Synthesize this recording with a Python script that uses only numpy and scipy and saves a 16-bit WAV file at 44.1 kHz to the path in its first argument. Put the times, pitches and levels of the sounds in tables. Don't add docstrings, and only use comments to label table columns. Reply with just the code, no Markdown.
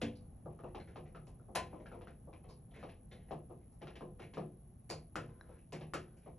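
import sys
import numpy as np
from scipy import signal
from scipy.fft import rfft, irfft
from scipy.io import wavfile
from scipy.ndimage import uniform_filter1d

SR = 44100
rng = np.random.default_rng(int(sys.argv[2]) if len(sys.argv) > 2 else 0)


def volts(x):
    e = np.asarray(x, float) / 20
    return 10 ** e


def unload_wav(signal):
    wavfile.write(
        sys.argv[1],
        SR,
        np.round(np.clip(np.atleast_2d(signal).T, -1, 1) * 32767).astype(np.int16),
    )


N = 281358

# f/Hz, level/dB
EDGE_CLICK = [(800, -35.5), (1300, -16), (1650, 4), (2000, 2.5), (2700, 5), (3500, -2), (4400, -6.5),
              (5500, -10.5), (8000, -31)]


def evened(x):
    return x / np.sqrt(np.mean(x ** 2) + 1e-20)


def read(points, hz):
    f, value = np.transpose(points)
    return np.interp(np.log(hz + 1), np.log(f + 1), value)


def add(mix, s, sound):
    part = mix[round(s * SR):][:len(sound)]
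    part += sound[:len(part)]


def colour(x, points):
    size = x.shape[-1]
    return irfft(rfft(x) * volts(read(points, np.fft.rfftfreq(size, 1 / SR))), size)


def background():
    # f/Hz, density/dB per Hz
    rumble_spectrum = [(12, -26), (20, -2), (123, -7.5), (166, -9.5), (256, -16), (292, -23), (430, -27),
                       (501, -29), (805, -29), (937, -40), (1100, -37.5), (1300, -44.5), (1720, -49),
                       (1950, -53), (3500, -62), (4550, -100), (7700, -120)]
    # f/Hz, level/dB
    whine_spectrum = [(9200, -27), (9700, -22.5), (10100, 1.5), (10350, 7.5), (10600, -39.5), (10800, -52)]
    rumble, hiss, whine = rng.standard_normal((3, 2, N))
    fade = volts(-53.5 - 0.72 * np.arange(N) / SR)
    rumble = fade * evened(colour(rumble, rumble_spectrum))
    hiss = volts(-90) * colour(hiss, [(2000, 7.0), (5000, -1.5), (9300, 3.5), (10800, -33)])
    whine = volts(-73) * evened(colour(whine, whine_spectrum))
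    return rumble + hiss + whine


def room(noise):
    # f/Hz, t60/s
    decay = [(100, 1), (200, 0.32), (400, 0.36), (1000, 0.21), (2800, 0.25), (5000, 0.21), (8000, 0.19),
             (12000, 0.078)]
    # f/Hz, level/dB
    late_decay = [(500, -30.5), (1000, -36), (1400, -24.5), (1900, -42), (3000, -46.5), (6000, -36.5)]
    late_t60 = 0.41
    hz, t, z = signal.stft(noise, SR, nperseg=256)
    early = volts(-60 * t / read(decay, hz)[:, None])
    late = volts(read(late_decay, hz)[:, None] - 60 * t / late_t60)
    tail = signal.istft(z * (early + late), SR, nperseg=256)[1]
    t = np.arange(tail.shape[1]) / SR
    tail = tail * np.clip((t - .001) / 0.0071, 0, 1)
    return tail / np.linalg.norm(tail[0])


def ring(modes):
    t = np.arange(12000) / SR
    body = sum(volts(db - 60 * t / t60) * np.sin(2 * np.pi * hz * t) for hz, db, t60 in modes)
    return body / abs(body).max()


def click(points):
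    log_gain = np.log(volts(read(points, abs(np.fft.fftfreq(8192, 1 / SR)))))
    pulse = np.fft.ifft(np.exp(np.conj(signal.hilbert(log_gain)))).real[:2048]
    return pulse / abs(pulse).max()


def strike(drive, pulse):
    out = signal.fftconvolve(drive, pulse)[:len(drive)]
    return out / abs(out).max()


def contact(noise, length, grit_db):
    t = np.arange(len(noise)) / SR
    length = max(length, .0003)
    grit = volts(grit_db * evened(uniform_filter1d(noise[::-1], size=24)))
    swell = 1 - np.exp(-t / (0.22 * length))
    return noise * grit * swell * np.exp(-t / length)


def detuned(modes, chance, spread_db):
    return [(hz, db + spread_db * a, t60) for (hz, db, t60), a in zip(modes, chance)]


def boom(db, hz, t60, swell):
    t = np.arange(30000) / SR
    return volts(db - 60 * t / t60) * (1 - np.exp(-t / swell)) * np.sin(2 * np.pi * hz * t) * 2


def cavity_booms():
    # t/s, level/dB
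    firm_blows = [(0.461, -48), (0.639, -61), (0.959, -50.5), (1.152, -50), (1.561, -51.5), (3.311, -45.5),
                  (3.822, -51.5), (4.009, -48.5), (4.202, -49.5), (4.37, -43), (4.9, -47.5), (5.158, -45),
                  (5.719, -44), (5.812, -44), (5.94, -50), (6.272, -55)]
    return [(s, boom(db, hz=154.14, t60=0.42, swell=0.03)) for s, db in firm_blows]


def frame_jolt():
    # level/dB, f/Hz, t60/s, swell/s
    frame_modes = [(-34, 286, .26, 0.048), (-35.5, 229, 0.29, 0.022), (-48.5, 91.2, 0.56, 0.016),
                   (-45, 150, 0.11, 0.0027)]
    return [(0.01894, boom(*mode)) for mode in frame_modes]


def wall(drive, chance):
    # f/Hz, level/dB
    thump = [(60, -38.5), (150, 6), (250, 0.5), (450, 6.5), (800, -1), (1280, -9), (1500, -31), (3000, -55)]
    # f/Hz, level/dB, t60/s
    panel = [(120.4, -2.5, 0.63), (230, 3, 0.087), (366, 9, 0.24), (402, -16.5, 0.03), (499.8, -3.5, 0.77),
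             (582, -25, 0.037), (679.6, 9.5, 0.1), (1020, -1, 0.18)]
    hum = strike(drive, ring(detuned(panel, chance, 4)))
    return strike(drive, click(thump)) + volts(-10.5) * hum


def bright(drive, db):
    # f/Hz, level/dB
    tick = [(2500, -13), (3900, -8.5), (4500, -2), (5200, -3), (6000, -5.5), (7500, -2.5), (9000, -4.5),
            (10000, -26), (12000, -42)]
    # f/Hz, level/dB
    sheen = [(7000, -56.5), (8500, 16.5), (10300, 12), (11300, 12), (12300, -7.5), (13500, -55)]
    sheen_db = min(.8 * (db + 35.0), 3)
    return volts(db) * (strike(drive, click(tick)) + volts(sheen_db) * strike(drive, click(sheen)))


def spots():
    # t/s, level/dB, f/Hz
    accents = [(0.017, -38.5, 3360), (.018, -37, 512), (.459, -56, 1190), (.592, -54.5, 1220),
               (.637, -58, 1200), (1.917, -48.5, 1320), (2.829, -44.5, 1170), (3.308, -50, 1180),
               (4.012, -61, 1200), (5.157, -36.5, 1430), (5.939, -34.5, 1350), (.802, -57, 4180),
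               (1.152, -46.5, 1300), (1.398, -64.5, 1320), (1.858, -52, 1370), (2.073, -52.5, 1550),
               (2.336, -56, 2400), (2.498, -54.5, 1020), (4.372, -39, 694), (.643, -57.5, 2700),
               (4.901, -35, 4770), (4.915, -45, 4360), (5.583, -75, 2720), (.958, -50.5, 1240),
               (1.272, -69, 2620), (4.372, -54.5, 1250)]
    # f/Hz, level/dB, t60/s
    box = [(10100, -40, 0.0086), (1530, -33.5, 0.014), (4050, -43.5, .03), (727, -35.5, .05),
           (775, -37, .07), (1800, -39.5, .03), (2500, -48, 0.031), (4030, -57, 0.16), (4200, -60.5, 0.12)]
    # f/Hz, level/dB, t60/s
    box_hum = (1020, -40, .13)
    rung = []
    for s, db, hz in accents:
        t60 = 0.019 * (1000 / hz) ** 0.37
        rung.append((s, volts(db) * ring([(hz, 0, t60)])))
    rung += [(1.558, volts(db) * ring([(hz, 0, t60)])) for hz, db, t60 in box + [box_hum]]
    return [(s, sound, volts(-1) * sound) for s, sound in rung]


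def slides():
    # t/s, level/dB, wall thud re level/dB, contact/s
    scrapes = [(0.7983, -55.5, 1.5, 0.011), (0.8726, -55, -2, 0.024), (1.0555, -62, 3, 0.014),
               (1.6989, -66, 2, 0.046), (1.7998, -58.5, 11.5, 0.0097), (1.9398, -64, 17, 0.014),
               (2.4356, -65, 8, 0.026), (2.7127, -71.5, 11, 0.014), (2.7373, -53.5, -30, 0.023),
               (2.7595, -55, 1.5, 0.014), (2.789, -53.5, -5.5, 0.029), (3.1119, -55, -2.5, 0.02),
               (3.1394, -58.5, -1.5, 0.009), (3.1998, -68, -1, 0.021), (3.283, -59.5, -2, 0.011),
               (3.6106, -75, 8, 0.015), (4.2182, -49.5, -8.5, 0.017), (5.2912, -61.5, 8, 0.0033),
               (5.4912, -66, 11.5, 0.0067), (5.7345, -47, 0, 0.014), (6.217, -70, -12, 0.039),
               (6.281, -74, 3, 0.0023)]
    # t/s, level/dB, f/Hz, wall thud re level/dB, tick re level/dB
    flicks = [(0.152, -64.5, 4460, -12, -35), (2.4874, -59.5, 4700, 0, -20), (3.111, -58, 3760, -1, -21),
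              (2.708, -68, 3280, 0, -25), (3.5, -73.5, 2500, -2.5, -20), (3.7188, -80, 1860, 11, 1.5),
              (4.8928, -46, 2420, -4, -2), (5.5814, -68, 2580, -18, -15), (6.167, -70.5, 2560, -3, -3)]
    # t/s, level/dB, f/Hz,
    # length/s
    soft_sounds = [(1.738, -69.5, 2500, 0.035), (3.81, -55, 1800, 0.017), (4.188, -56, 1500, 0.016),
                   (5.5, -74, 2300, .05), (0.898, -71, 2720, 0.032), (6.26, -63, 2200, 0.015),
                   (.5, -75.5, 2600, 0.033), (0.661, -66, 2000, 0.021), (3.19, -74.5, 3170, .05),
                   (5.201, -62.5, 1380, 0.081), (5.3, -61, 1350, 0.75), (6.02, -67.5, 1270, 0.13)]
    tick_db, soft_thud_db, flick_s = -42, -3, 0.019
    spot = 2130 * (1 + 0.054 * rng.standard_normal(len(scrapes)))
    return ([(s, db, hz, thud, tick_db, length) for (s, db, thud, length), hz in zip(scrapes, spot)]
            + [(*row, flick_s) for row in flicks]
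            + [(s, db, hz, soft_thud_db, tick_db, length) for s, db, hz, length in soft_sounds])


def scrape(row, noise):
    s, db, hz, thud_db, tick_db, length = row
    slips = contact(noise[0], length, 2.97)
    plastic = strike(slips, ring([(hz, 0, .003)])) + 0.13 * strike(slips, click(EDGE_CLICK))
    thud = volts(thud_db + 1.5) * wall(slips, noise[1])
    return volts(db) * (plastic + thud) + bright(slips, db + tick_db + 3.5)


def toggle_ping():
    # f/Hz, level/dB, t60/s
    toggle = [(1615, 0, .014), (1150, -9, .01), (3950, -9, .02), (5460, -11, .015), (6780, -16, .012),
              (8000, -22, .008)]
    ping = volts(-43) * strike(np.pad(np.hanning(11), (20, 4000)), ring(toggle))
    return [(5.4105, ping, volts(-17) * ping)]


def knocks():
    # t/s, plate/dB, edge re plate/dB, tick re plate/dB, plate f/Hz
    snaps = [
        (1.55, -37.5, 0.5, -7, 925),
        (1.556, -35, -4.5, -25, 1010),
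        (4.901, -40.5, -17, -11.5, 760),
        (4.911, -41.5, -16, -44, 1014),
        (5.156, -33, -11.5, -22.5, 1310),
        (5.936, -33.5, -9, -18.5, 1296),
    ]
    # t/s, plate/dB, edge re plate/dB, tick re plate/dB, plate f/Hz
    pecks = [(0.015, -45, 5, -10.5, 1480), (1.269, -62.5, -6, -10, 970), (3.955, -59, 7, -22, 957),
             (4.196, -53, -3, -24, 1370), (4.335, -57.5, 4.5, -15.5, 1090), (5.723, -50, 0, -7.5, 1010)]
    # t/s, plate/dB, wall thud re plate/dB, plate f/Hz
    pushes = [(0.458, -54.5, 9.5, 750), (0.637, -46.5, 1.5, 905), (1.397, -68.5, 3, 1340),
              (1.484, -65.5, 12.5, 835), (1.729, -56.5, 10, 904), (2.272, -72, 19, 790),
              (3.498, -64, 14.5, 740), (6.261, -58.5, 9, 743)]
    # t/s, plate/dB, wall thud re plate/dB, edge re plate/dB, plate f/Hz
    taps = [(0.591, -56.5, 2.5, -12, 1250), (0.747, -42.5, -3.5, -9, 830), (0.959, -44, -4, -11.5, 785),
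            (1.148, -52.5, 0.5, -7.5, 1310), (1.86, -52, -4, -7.5, 1660), (1.916, -51, -1.5, -13, 830),
            (2.011, -53.5, -2.5, -7, 925), (2.072, -49.5, -7, -11, 1360), (2.329, -57.5, 0.5, -5, 1050),
            (2.829, -51.5, 4.5, -4, 776), (2.889, -55.5, -10, -1.5, 885), (3.309, -39.5, -2, -15, 767),
            (3.817, -53.5, 5, -1, 840), (3.871, -51, 0.5, -1.5, 1370), (4.008, -52.5, 9, -10.5, 1220),
            (4.371, -45, 7, -8.5, 1250), (5.809, -53, 3.5, -0.5, 815)]
    snap_thud_db, peck_thud_db, push_edge_db, push_tick_db, tap_tick_db = -8, 4.5, -27, -44, -39
    return ([(s, db, snap_thud_db, edge, tick, hz) for s, db, edge, tick, hz in snaps]
            + [(s, db, peck_thud_db, edge, tick, hz) for s, db, edge, tick, hz in pecks]
            + [(s, db, thud, push_edge_db, push_tick_db, hz) for s, db, thud, hz in pushes]
            + [(s, db, thud, edge, tap_tick_db, hz) for s, db, thud, edge, hz in taps])


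def knock(row, noise):
    s, db, thud_db, edge_db, tick_db, hz = row
    blow = np.pad([1.], (0, len(noise[0]) - 1))
    rattle = contact(noise[0], 0.0025, 15.0)
    plate_modes = ring([(hz, 0, .018), (hz * 1.345, -4, .01)])
    plate = volts(db + 0.5) * strike(np.pad(np.hanning(24), (0, 11976)), plate_modes)

    def rest(drive):
        thud = volts(thud_db) * wall(drive, noise[1])
        edge = volts(edge_db + 3) * strike(drive, click(EDGE_CLICK))
        return volts(db) * (thud + edge) + bright(drive, db + tick_db + 12)

    direct = volts(4) * plate + volts(-1.0) * rest(rattle)
    send = volts(-0.5) * plate + volts(7.0) * rest(blow)
    return direct, send


def beak():
    paths = 12
    out, sends = np.zeros((2, N)), np.zeros((paths, N))
    tails = rng.standard_normal((paths, 2, 20000))
    sounds = toggle_ping()
    sounds += [(row[0], *knock(row, rng.standard_normal((2, 12000)))) for row in knocks()]
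    for row in slides():
        slid = scrape(row, rng.standard_normal((2, 12000)))
        sounds.append((row[0], slid, volts(-2.0) * slid))
    sounds += spots()
    for k, (s, direct, send) in enumerate(sounds):
        add(out[0], s, direct)
        add(sends[k % paths], s, send)
    for send, noise in zip(sends, tails):
        echo = signal.oaconvolve(send[None], room(noise), axes=1)[:, :N]
        out += volts([[0], [1.5]]) * echo
    for s, sound in cavity_booms() + frame_jolt():
        add(out[0], s, sound)
    return out


def ports(streams, same, left_db):
    # f/Hz, lead/rad
    lead = [(0, 0), (350, .05), (700, -.2), (1400, -.1), (2400, .6), (3800, .8), (4150, .95), (4500, 1.55),
            (5170, 4.7), (5500, 5.9), (5860, 6.3), (8270, 8.9), (10300, 10.5), (12400, 12.6)]
    hz = np.fft.rfftfreq(N, 1 / SR)
    a, b = rfft(streams)
    c = np.clip(read(same, hz), 0, 1)
    half = volts(read(left_db, hz) / 2) * np.exp(.5j * read(lead, hz))
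    own, other = np.sqrt((1 + c) / 2) * a, np.sqrt((1 - c) / 2) * b
    return irfft(np.array([(own + other) * half, (own - other) / half]), N)


def scene():
    # f/Hz, coherence/1
    same_near = [(150, 1), (350, 0.95), (600, 0.77), (1300, 0.61), (1800, 0.98), (4000, 1), (5000, 0.73),
                 (6000, 1), (12000, 0.98)]
    # f/Hz, coherence/1
    same_far = [(60, 0.99), (150, 1), (350, 0.7), (600, 0.3), (1100, 0.17), (1700, 0.93), (3000, 1),
                (5000, 0.7), (6000, 1), (10000, 1)]
    # f/Hz, level/dB
    left_near = [(150, -0.5), (400, 1.4), (750, 4), (1300, 2.5), (2000, 0.5), (4000, -0.2)]
    near = ports(beak(), same_near, left_near)
    far = ports(background(), same_far, [(800, 0.17), (1200, 1.9), (2000, 0.21)])
    return near + far


def band_limit(x):
    return signal.sosfilt(signal.butter(12, 12730, fs=SR, output="sos"), x)


def record(dry):
    thin = signal.sosfilt(signal.butter(3, 40, "high", fs=SR, output="sos"), dry)
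    return band_limit(thin)


dry = scene()
out = record(dry)
unload_wav(out)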